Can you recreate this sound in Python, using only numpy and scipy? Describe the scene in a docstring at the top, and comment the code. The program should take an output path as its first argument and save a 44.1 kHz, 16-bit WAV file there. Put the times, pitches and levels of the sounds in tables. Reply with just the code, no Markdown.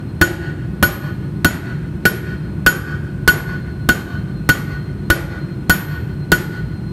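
"""In a hard-walled workshop with a humming blower, a smith draws out a glowing steel bar on an anvil.
Each evenly paced hammer blow is an impact: the contact cracks and crunches the scale, the steel vibrates
freely in a short clang and thin high rings, and the stand thuds. The walls return it as echoes and
reverberation. The close microphone overloads on every blow, and its limiter ducks and recovers."""
import sys
import numpy as np
from scipy import signal
from scipy.fft import rfft, irfft, next_fast_len
from scipy.io import wavfile
from scipy.ndimage import minimum_filter1d

SR = 44100
rng = np.random.default_rng(int(sys.argv[2]) if len(sys.argv) > 2 else 0)


def transcribe(u):
    """Save the signal u as a 16-bit wav file named by the first command-line argument.

    u: samples, shape (n,) or (channels, n), limited to [-1, 1]; the rate is SR.
    q: integer samples, one column per channel.
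    """
    v = np.clip(np.atleast_2d(u).T, -1, 1)
    q = np.round(v * 32767).astype(np.int16)
    wavfile.write(sys.argv[1], SR, q)


N = 305172
TIME = np.arange(N) / SR
LEAD_IN = SR  # samples before time zero, so that an earlier blow is still dying away


def from_db(db):
    """Amplitude ratio of a level in decibels."""
    return 10 ** (np.asarray(db) / 20)


def rms_one(x):
    """Normalisation to rms 1."""
    return x / np.sqrt(np.mean(x ** 2) + 1e-20)


def at_hz(points, hz, axis=1):
    """Interpolation of one table column over log frequency."""
    points = np.array(points)
    return np.interp(np.log(np.maximum(hz, 1)), np.log(points[:, 0]), points[:, axis])


def decay(t, t60):
    """Exponential damping, 60 dB down after t60."""
    return np.exp(-np.log(1000) * t / t60)


def bump(t, centre_s, spread_s):
    """Gaussian pulse of height 1."""
    return np.exp(-((t - centre_s) / spread_s) ** 2)


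def swell(t, rise_s):
    """Gaussian onset from 0 to 1."""
    return 1 - bump(t, 0, rise_s)


def coloured(spectrum):
    """Spectral shaping of white noise: steady, rms 1."""
    size = next_fast_len(N)
    hz = np.arange(size // 2 + 1) * SR / size
    shaped = rfft(rng.standard_normal(size)) * from_db(at_hz(spectrum, hz))
    return rms_one(irfft(shaped, size)[:N])


def wavering(hz, width_hz):
    """Narrow-band noise: two passes through a resonance leave a tone of wandering strength and phase."""
    r = np.exp(-np.pi * width_hz / SR)
    resonator = [1 - r, 0, 0, 1, -2 * r * np.cos(2 * np.pi * hz / SR), r * r]
    return rms_one(signal.sosfilt([resonator, resonator], rng.standard_normal(N + SR))[SR:])


def whine(level_db=-54.5, lull_db=15.0, first_lull_s=0.5, lull_every_s=1.22):
    """Amplitude modulation: the blower's thin tone sinks in three evenly spaced lulls, then holds."""
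    lulls = sum(bump(TIME, first_lull_s + k * lull_every_s, spread_s=0.38) for k in range(3))
    return from_db(level_db - lull_db * lulls) * wavering(hz=4187, width_hz=18)


# noise spectra of the blower's rumble and hiss: f/Hz, relative level/dB
RUMBLE_SPECTRUM = [(15, -45), (30, -33.5), (55, -3), (85, -2.5), (140, 1.5), (200, -4), (245, -13.5),
                   (350, -11), (450, -24), (700, -31), (1500, -33.5)]
HISS_SPECTRUM = [(1000, 0), (3000, -1), (7000, -10), (8700, -2.5), (10500, -10), (13300, -7), (15000, -22)]
# wavering tones of the blower: f/Hz, resonance width/Hz, rms level/dB
HUM_TONES = [(145.55, 9.4, -33), (301.6, 11, -48.5), (356, 13, -49.5), (2560, 7.2, -67)]


def blower(rumble_db=-23.5, rumble_edge_hz=1470, hiss_db=-57):
    """Superposition of broadband air noise, a rumble and a faint hiss, with narrow-band hum and whine."""
    low_pass = signal.butter(2, rumble_edge_hz, fs=SR, output="sos")
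    rumble = from_db(rumble_db) * signal.sosfilt(low_pass, coloured(RUMBLE_SPECTRUM))
    hum = sum(from_db(db) * wavering(hz, width) for hz, width, db in HUM_TONES)
    hiss = from_db(hiss_db) * coloured(HISS_SPECTRUM)
    return rumble + hum + hiss + whine()


# reverberation of the shop: f/Hz, relative level/dB, T60/s
REVERBERATION = [(60, -19.5, 0.98), (159, -7.5, 0.53), (326, -9, 0.91), (910, -9.5, 0.8),
                 (1544, -22, 1.635), (1880, -15.5, 1.26), (2470, -15.5, 1.23), (4000, -19.5, 1.2),
                 (7140, -27.5, 0.94), (11000, -6.5, 0.34), (14000, -22, .28)]
# reflections from floor and near walls, a side wall, and twice from the far end:
# delay t/s, spread/s, level above the plain decay/dB
REFLECTIONS = [(0, 0.025, 7), (.063, 0.0036, 6), (.1, 0.027, 3.5), (.24, 0.055, 7), (.4, .03, 4.5)]


def workshop(x, onset_s=0.0029):
    """Convolution with the room's impulse response: dense reflections, each band dying at its own rate."""
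    t = TIME[:SR]
    edges_hz = np.geomspace(40, 18000, 19)
    white, tail = rng.standard_normal((2, SR)), 0
    for k, (low, high) in enumerate(zip(edges_hz, edges_hz[1:])):
        hz = np.sqrt(low * high)
        band = signal.sosfilt(signal.butter(2, [low, high], "band", fs=SR, output="sos"), white[k % 2])
        db, t60 = at_hz(REVERBERATION, hz), at_hz(REVERBERATION, hz, axis=2)
        tail = tail + band * from_db(db) * decay(t, t60)
    echoes_db = sum(db * bump(t, delay, spread) for delay, spread, db in REFLECTIONS)
    response = tail * from_db(echoes_db) * swell(t, onset_s) * np.sqrt(10 / SR)
    return signal.fftconvolve(x, response)[:len(x)]


CLANG_HZ, OVERTONE_HZ = 1475, 3150
# modes of steel and stand, in groups that a blow drives together: f/Hz, level/dB, T60/s
MODES = { "clang": [(CLANG_HZ, 10.67, 0.089), (1855, -12, 0.13), (4355, -8, .07)],
         "overtone": [(OVERTONE_HZ, -22.5, 0.24)], "thud": [(94, -0.5, 0.079), (180.6, -0.5, 0.069),
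         (334, 0, 0.049), (548, -18, 0.09)], "face": [(6873, -21, .24), (6485, -28, .16)],
         "hammer": [(11404, -16.5, .23), (10992, -24, .18)], "ping": [(12950, -33.5, .6)],
         "edge": [(5465, -29, .22), (4890, -35, .22)], }


def ringing(group, t, spread_db):
    """Free vibration of damped modes; every blow shares its energy among them a little differently."""
    return sum(from_db(db + rng.normal(0, spread_db)) * np.sin(2 * np.pi * hz * t) * decay(t, t60)
               for hz, db, t60 in MODES[group])


# noise spectra of the contact, the crushed scale and the anvil on its stand: f/Hz, relative level/dB
CRACK_SPECTRUM = [(100, 16.5), (400, 7.5), (800, -2.5), (1600, 10), (2500, -5.5), (5000, -7.5),
                  (10000, -13), (16000, -7)]
CRUNCH_SPECTRUM = [(200, 16.5), (800, 8.5), (1700, 12.5), (3000, 4.5), (6000, -1.5), (9500, -4),
                   (11300, -16), (12500, -23), (16000, -25)]
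KNOCK_SPECTRUM = [(12, -41), (30, 4), (70, -3), (150, 5.5), (320, 0), (500, -24.5), (1000, -28),
                  (4000, -65)]
# sensitivity of each group of steel modes: level/dB per dB of dullness, of brightness, of ping
SENSITIVITY = {"clang": (-0.16, 0, 0), "overtone": (0.48, 0.35, 0), "face": (1.3, 0.53, 0),
               "hammer": (-1.6, 1, 0), "ping": (0, 0, 0.95), "edge": (-1.5, 0.14, 0)}
# blows; a dull one drives the stand harder: t/s, force level/dB, dullness/dB, brightness/dB, ping/dB
HAMMER_BLOWS = [(-0.4, -5.5, 0, 0, 0), (0.2133, 0, 2.5, 3, -14), (0.8271, -1, -0.1, 2.5, 0),
                (1.4464, -0.85, 1, 2.5, -9), (2.0539, -1.5, -3, 2.5, -5), (2.6636, 0.1, -0.2, 3.5, -7),
                (3.2768, -0.2, -1.5, 2.5, -4), (3.8892, -1.3, 1, -0.5, -4), (4.4906, -1.9, 0.9, 0, -1),
                (5.1012, -1, -1.7, -6, -7), (5.6961, 0.9, -0.1, 5, 6.5), (6.3185, -1.5, 0.5, 1, -1)]


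def hammering(crack_db=6.0, crunch_db=-18.5, knock_db=2.0, squash_s=0.0053, stand_rise_s=0.0024):
    """Impact excitation: a blow cracks, crushes scale, rings the steel and knocks anvil against stand."""
    out, t = np.zeros(LEAD_IN + N + SR), TIME[:SR]
    noises = [coloured(spectrum) for spectrum in (CRACK_SPECTRUM, CRUNCH_SPECTRUM, KNOCK_SPECTRUM)]
    for start_s, force_db, dull_db, bright_db, ping_db in HAMMER_BLOWS:
        span = LEAD_IN + round(start_s * SR) + np.arange(SR)
        crack, crunch, knock = (noise[span % N] for noise in noises)
        crack *= from_db(crack_db) * decay(t, t60=0.039)
        crunch *= from_db(crunch_db) * decay(t, t60=0.45)
        knock *= from_db(knock_db) * decay(t, t60=0.051)
        steel = sum(from_db(np.dot(slopes, (dull_db, bright_db, ping_db))) * ringing(group, t, spread_db=2)
                    for group, slopes in SENSITIVITY.items())
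        steel *= swell(t, squash_s)  # the soft bar spreads the push over some milliseconds
        thud = ringing("thud", t, spread_db=1.5)
        stand = from_db(dull_db) * (knock - thud) * swell(t, stand_rise_s)
        out[span] += from_db(force_db) * (crack + crunch + steel + stand)
    return out


def scene():
    """Superposition of the anvil's direct sound, its reverberant field and the blower."""
    blows = hammering()
    forging = (blows + workshop(blows))[LEAD_IN:LEAD_IN + N]
    return (forging + blower())[None]


def limiter(x, threshold_db=8.0, depth_db=3.5, hold_s=0.17, release_db_per_s=32.0, attack_s=0.002):
    """Automatic gain control: loud peaks pull the gain down; it is held a moment, then climbs back."""
    excess_db = np.clip(20 * np.log10(np.abs(x) + 1e-9) - threshold_db, 0, depth_db)
    size = 2 * int(hold_s * SR / 2) + 1
    held_db = -minimum_filter1d(-excess_db, size, origin=size // 2, mode="constant")
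    ramp_db = release_db_per_s * TIME
    reduction_db = np.maximum.accumulate(held_db + ramp_db) - ramp_db
    r = np.exp(-1 / (attack_s * SR))
    return x * from_db(-signal.lfilter([1 - r], [1, -r], reduction_db))


def record(dry, bass_hz=38.4, cutoff_hz=15600, ceiling=0.73, hardness=6):
    """Saturation in a band-limited microphone: blows outrun the limiter, so their peaks are flattened."""
    picked_up = signal.sosfilt(signal.butter(2, bass_hz, "high", fs=SR, output="sos"), dry[0])
    oversampled = signal.resample_poly(limiter(picked_up), 2, 1)
    saturated = oversampled / (1 + np.abs(oversampled / ceiling) ** hardness) ** (1 / hardness)
    low_pass = signal.firwin(161, cutoff_hz, window=("kaiser", 9), fs=SR)
    return signal.fftconvolve(signal.resample_poly(saturated, 1, 2), low_pass, "same")[None]


dry = scene()
out = record(dry)
transcribe(out)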